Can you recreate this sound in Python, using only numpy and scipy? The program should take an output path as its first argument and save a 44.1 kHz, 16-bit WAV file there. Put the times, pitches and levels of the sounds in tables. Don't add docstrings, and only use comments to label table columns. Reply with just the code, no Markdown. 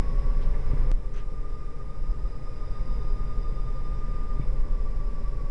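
import sys
import numpy as np
from scipy import signal
from scipy.fft import rfft, irfft
from scipy.io import wavfile
from scipy.ndimage import uniform_filter1d

SR = 44100
rng = np.random.default_rng(int(sys.argv[2]) if len(sys.argv) > 2 else 0)


def generate_wav(sig):
    pcm = np.round(np.clip(np.atleast_2d(sig).T, -1, 1) * 32767).astype(np.int16)
    wavfile.write(sys.argv[1], SR, pcm)


N = 242550
TIME = np.arange(N) / SR


def from_db(db):
    return 10 ** (np.asarray(db) / 20)


def rms_one(x):
    return x / np.sqrt(np.mean(np.abs(x) ** 2) + 1e-20)


def in_time(curve):
    return np.interp(TIME, *np.transpose(curve))


def resonate(x, hz, width_hz):
    r = np.exp(-np.pi * width_hz / SR)
    section = [1 - r, 0, r - 1, 1, -2 * r * np.cos(2 * np.pi * hz / SR), r * r]
    return signal.sosfilt([section, section], x) * np.sqrt(2 * SR / (np.pi * width_hz))


def resonant_noise(hz, width_hz):
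    return rms_one(resonate(rng.standard_normal(N + SR // 2), hz, width_hz)[-N:])


def shaken(modes):
    return rms_one(sum(from_db(db) * resonant_noise(hz, width) for hz, width, db in modes))


def steadied(x, span_s):
    return x / np.sqrt(uniform_filter1d(x * x, int(span_s * SR)) + 1e-6)


def coloured(spectrum):
    hz, db = np.transpose(spectrum)
    bin_hz = np.arange(N // 2 + 1) * SR / N
    shape_db = np.interp(np.log(bin_hz + 1), np.log(hz), db)
    return rms_one(irfft(rfft(rng.standard_normal(N)) * from_db(shape_db), N))


def flutter(rate_hz, hop=50, run_in=1000):
    low_pass = signal.butter(2, rate_hz, fs=SR / hop, output="sos")
    noise = rng.standard_normal((2, N // hop + run_in + 2))
    real, imag = signal.sosfilt(low_pass, noise)[:, run_in:]
    return rms_one(np.interp(np.arange(N) / hop, np.arange(len(real)), real + 1j * imag))


def tone(phase, envelope=1):
    return np.sqrt(2) * np.real(envelope * np.exp(1j * phase))


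def partials(phase, orders):
    return sum(from_db(db) * tone(ratio * phase, flutter(rate_hz)) for ratio, db, rate_hz in orders)


def driveline_jolt(strength=.7, rise_s=.06, decay_s=.3):
    ages = [np.maximum(TIME - start_s, 0) for start_s, _ in SEAMS]
    return strength * sum((1 - np.exp(-age / rise_s)) * np.exp(-age / decay_s) for age in ages)


# time_s, level_db
MOTOR_LOAD = [(0, -50), (.35, -51), (.55, -58), (.68, -54), (.9, -54.5), (.96, -64), (1.06, -58),
              (1.5, -52), (1.75, -53.5), (2.3, -56), (2.8, -52.5), (3.3, -50.5), (3.65, -51), (4.15, -48.5),
              (4.39, -48), (4.46, -58), (4.75, -53.5), (5.5, -52.5)]

def whine(pitch_hz, phase, taut_db=-47.5, sway_per_db=.06, upper_s_per_hz=.0031, trim_db=-.5):
    load_db = in_time(MOTOR_LOAD)
    jolt = driveline_jolt()
    sway_share = np.clip(sway_per_db * (taut_db - load_db) + jolt, 0, 1)
    sway = (resonant_noise(hz=13, width_hz=12) + 1j * resonant_noise(hz=13, width_hz=12)) / np.sqrt(2)
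    main = tone(phase, np.sqrt(1 - sway_share) + np.sqrt(sway_share) * sway)
    climb_hz_per_s = np.maximum(np.gradient(pitch_hz, TIME), 0)
    upper_share = np.clip(upper_s_per_hz * climb_hz_per_s + .4 * jolt, 0, 1)
    shaft_phase = phase / 42
    upper = tone(phase + shaft_phase, flutter(rate_hz=12))
    both = np.sqrt(1 - upper_share) * main + np.sqrt(upper_share) * upper
    depth_db = np.interp(pitch_hz, [1208, 1222], [1.2, 3.2])
    waver = np.sqrt(2) * np.tanh(resonant_noise(hz=7.8, width_hz=5))
    return from_db(load_db + trim_db + depth_db * waver) * steadied(both, span_s=.1)


def hum(pitch_hz, phase, level_db=-56, panel_hz=566, width_hz=27.8):
    response = 1 / np.hypot(1, 2 * (pitch_hz / 2 - panel_hz) / width_hz)
    return from_db(level_db) * response * tone(phase / 2, 1 + .32 * flutter(rate_hz=3.8))


# whine_ratio, level_db, flutter_hz
SHAFT_ORDERS = [(5 / 21, -62, 4.4), (6 / 21, -68.5, 4.4), (7 / 21, -62, 5.8), (8 / 21, -59.5, 3),
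                (9 / 21, -63, 4.4), (2, -80.5, 6.7)]

def growl(phase):
    return partials(phase, SHAFT_ORDERS)


# time_s, level_db
BRUSH_LEVEL = [(0, -72), (.9, -79), (1.25, -78.5), (1.55, -74.5), (1.85, -77), (2.85, -67), (3.4, -69.5),
               (4.3, -72.5), (5.5, -70.5)]
# whine_ratio, gain_db, flutter_hz
BRUSH_OVERTONES = [(125 / 42, 0.91, 12), (3, 3.4, 12), (3.3, 0, 25), (4, 6.2, 35), (173 / 42, -3, 46),
                   (182 / 42, -7.5, 25), (195 / 42, -5, 30)]
# centre_hz, width_hz, gain_db
HOUSING_MODES = [(3598, 130, -7), (4100, 99, -10), (4932, 270, -2.5), (5053, 87, 0), (5310, 400, -3.5),
                 (5580, 150, -7), (6030, 460, -13.5)]

def brushes(phase, overtone_trim_db=-1, ring_db=-70.5, ring_follows=.4):
    overtones = partials(phase, BRUSH_OVERTONES)
    singing = rms_one(sum(from_db(db) * resonate(overtones, hz, width) for hz, width, db in HOUSING_MODES))
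    brush_db = in_time(BRUSH_LEVEL)
    swing_db = ring_follows * (brush_db - brush_db.mean())
    ring = from_db(ring_db + swing_db) * early_boost() * shaken(HOUSING_MODES)
    return ring + from_db(brush_db + overtone_trim_db) * singing


# time_s, pitch_hz
MOTOR_SPEED = [(0, 1105), (.5, 1152), (.7, 1178), (1, 1189), (2.35, 1227), (3, 1221), (3.5, 1213),
               (4.38, 1206), (4.52, 1168), (4.9, 1168), (5.5, 1143)]

def motor():
    pitch_hz = in_time(MOTOR_SPEED)
    phase = 2 * np.pi * np.cumsum(pitch_hz) / SR
    return hum(pitch_hz, phase) + growl(phase) + brushes(phase) + whine(pitch_hz, phase)


# time_s, level_db
UNEVENNESS = [(0, -21.5), (.5, -18), (.7, -20.5), (.87, -14), (1.02, -25), (1.45, -26.5), (1.8, -32),
              (2.1, -21.5), (2.42, -31), (2.9, -23), (3.08, -21), (3.5, -24.5), (4.3, -24), (4.6, -19.5),
              (5, -23.5), (5.5, -24.5)]
# frequency_hz, relative_density_db
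BODY_SPECTRUM = [(6, -25), (12, -14), (17, -2), (22, 0.5), (27, 2), (33, -7.5), (48, -9.5), (55, -19),
                 (64, -25.5), (90, -100)]

def body_rumble(trim_db=-1.43):
    return from_db(in_time(UNEVENNESS) + trim_db) * steadied(coloured(BODY_SPECTRUM), span_s=.161)


# time_s, gain_db
COARSENESS = [(0, -0.5), (.6, -0.5), (.8, 1), (1, -2), (1.88, -1.5), (2.1, -0.6), (2.4, -1), (2.9, 1.4),
              (3.5, 1), (4.4, 1.5), (5, 0), (5.5, 0)]
# centre_hz, width_hz, gain_db
CABIN_MODES = [(74.2, 15.7, 1.5), (102.4, 17, -2), (129.2, 34.7, 3), (159.7, 56, -4), (227.7, 50, -6.5)]
# centre_hz, width_hz, gain_db
PANEL_MODES = [(313.7, 72, -1.5), (337, 44, -8.5), (411.5, 42, 3), (469.7, 68, -3.5), (522.7, 51, 0.5),
               (576, 160, -4.5)]
# frequency_hz, relative_density_db
TYRE_SPECTRUM = [(200, 7), (600, 2.5), (705, -1), (760, 7), (810, 5.5), (930, 6.5), (1020, 9), (1130, 2.5),
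                 (1290, 1), (1650, -1.5), (1950, 0.5), (2500, -6.5), (3200, -13), (7000, -23.5)]

def road_noise(cabin_db=-42, panel_db=-52, tyre_db=-54.5, cabin_follows=1.38):
    coarse_db = in_time(COARSENESS)
    drone = from_db(cabin_db + cabin_follows * coarse_db) * steadied(shaken(CABIN_MODES), span_s=.2)
    roar = from_db(panel_db + coarse_db) * steadied(shaken(PANEL_MODES), span_s=.23)
    tread = from_db(tyre_db + coarse_db) * coloured(TYRE_SPECTRUM)
    return early_boost() * (drone + roar + tread)


# frequency_hz, relative_density_db
HISS_SPECTRUM = [(1000, 5.5), (6000, 4.5), (9600, 2.5), (11400, -4)]
# pitch_hz, level_db
ELECTRONIC_TONES = [(3894, -85.5), (5600, -84.5), (6200, -94), (7400, -85), (9600, -87)]

def electronics(hiss_db=-72):
    tones = sum(from_db(db) * tone(2 * np.pi * hz * TIME) for hz, db in ELECTRONIC_TONES)
    return from_db(hiss_db) * coloured(HISS_SPECTRUM) + tones


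# start_s, length_s, level_db, centre_hz, width_hz
HAND_STROKES = [(0.412, .05, -59, 3000, 2200), (0.535, 0.04, -54, 1870, 500),
                (1.135, 0.02, -68, 3500, 5000), (1.135, 0.02, -65, 6160, 1200),
                (1.137, 0.12, -54.5, 1290, 1500), (1.16, 0.023, -63, 3600, 3800),
                (1.161, 0.049, -65, 6030, 895), (1.163, 0.071, -59.5, 2610, 1580),
                (1.387, 0.043, -66, 1980, 600), (4.41, 0.03, -56.5, 2180, 500)]

def hand_rubs():
    out = np.zeros(N)
    for start_s, length_s, db, hz, width_hz in HAND_STROKES:
        progress = np.clip((TIME - start_s) / length_s, 0, 1)
        out += from_db(db) * np.sin(np.pi * np.sqrt(progress)) * resonant_noise(hz, width_hz)
    return out


# start_s, level_db
SEAMS = [(0.734, -24), (4.396, -23.5)]
# pitch_hz, gain_db, t60_s
SUSPENSION_MODES = [(139, 3.5, 0.089), (185, -36, 0.025), (243, 1.5, 0.016), (325, -19, 0.019)]

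def seam_thumps(tyre_cutoff_hz=420):
    out = np.zeros(N)
    for start_s, level_db in SEAMS:
        age = np.maximum(TIME - start_s, 0)
        for hz, gain_db, t60_s in SUSPENSION_MODES:
            decay_db = 60 * np.minimum(age / t60_s, 3)
            out -= from_db(level_db + gain_db - decay_db) * np.sin(2 * np.pi * hz * age)
    return signal.sosfilt(signal.butter(2, tyre_cutoff_hz, fs=SR, output="sos"), out)


CLICK_S = .916

def click(level_db=-22.5, decay_s=.0056):
    decay = np.exp(-np.clip((TIME - CLICK_S) / decay_s, 0, 20))
    return -from_db(level_db) * (TIME >= CLICK_S) * decay


def early_boost(boost_db=4.5):
    return from_db(boost_db * (TIME < CLICK_S))


def scene():
    rolling = motor() + body_rumble() + road_noise()
    events = hand_rubs() + seam_thumps() + click()
    return (rolling + events + electronics())[None]


def record(dry, rolloff_hz=10400, cutoff_hz=11700, dc_offset=-.0286):
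    rolloff = signal.butter(8, rolloff_hz, fs=SR, output="sos")
    steep_cut = signal.ellip(10, .1, 90, cutoff_hz, fs=SR, output="sos")
    return signal.sosfilt(steep_cut, signal.sosfilt(rolloff, dry)) + dc_offset


dry = scene()
out = record(dry)
generate_wav(out)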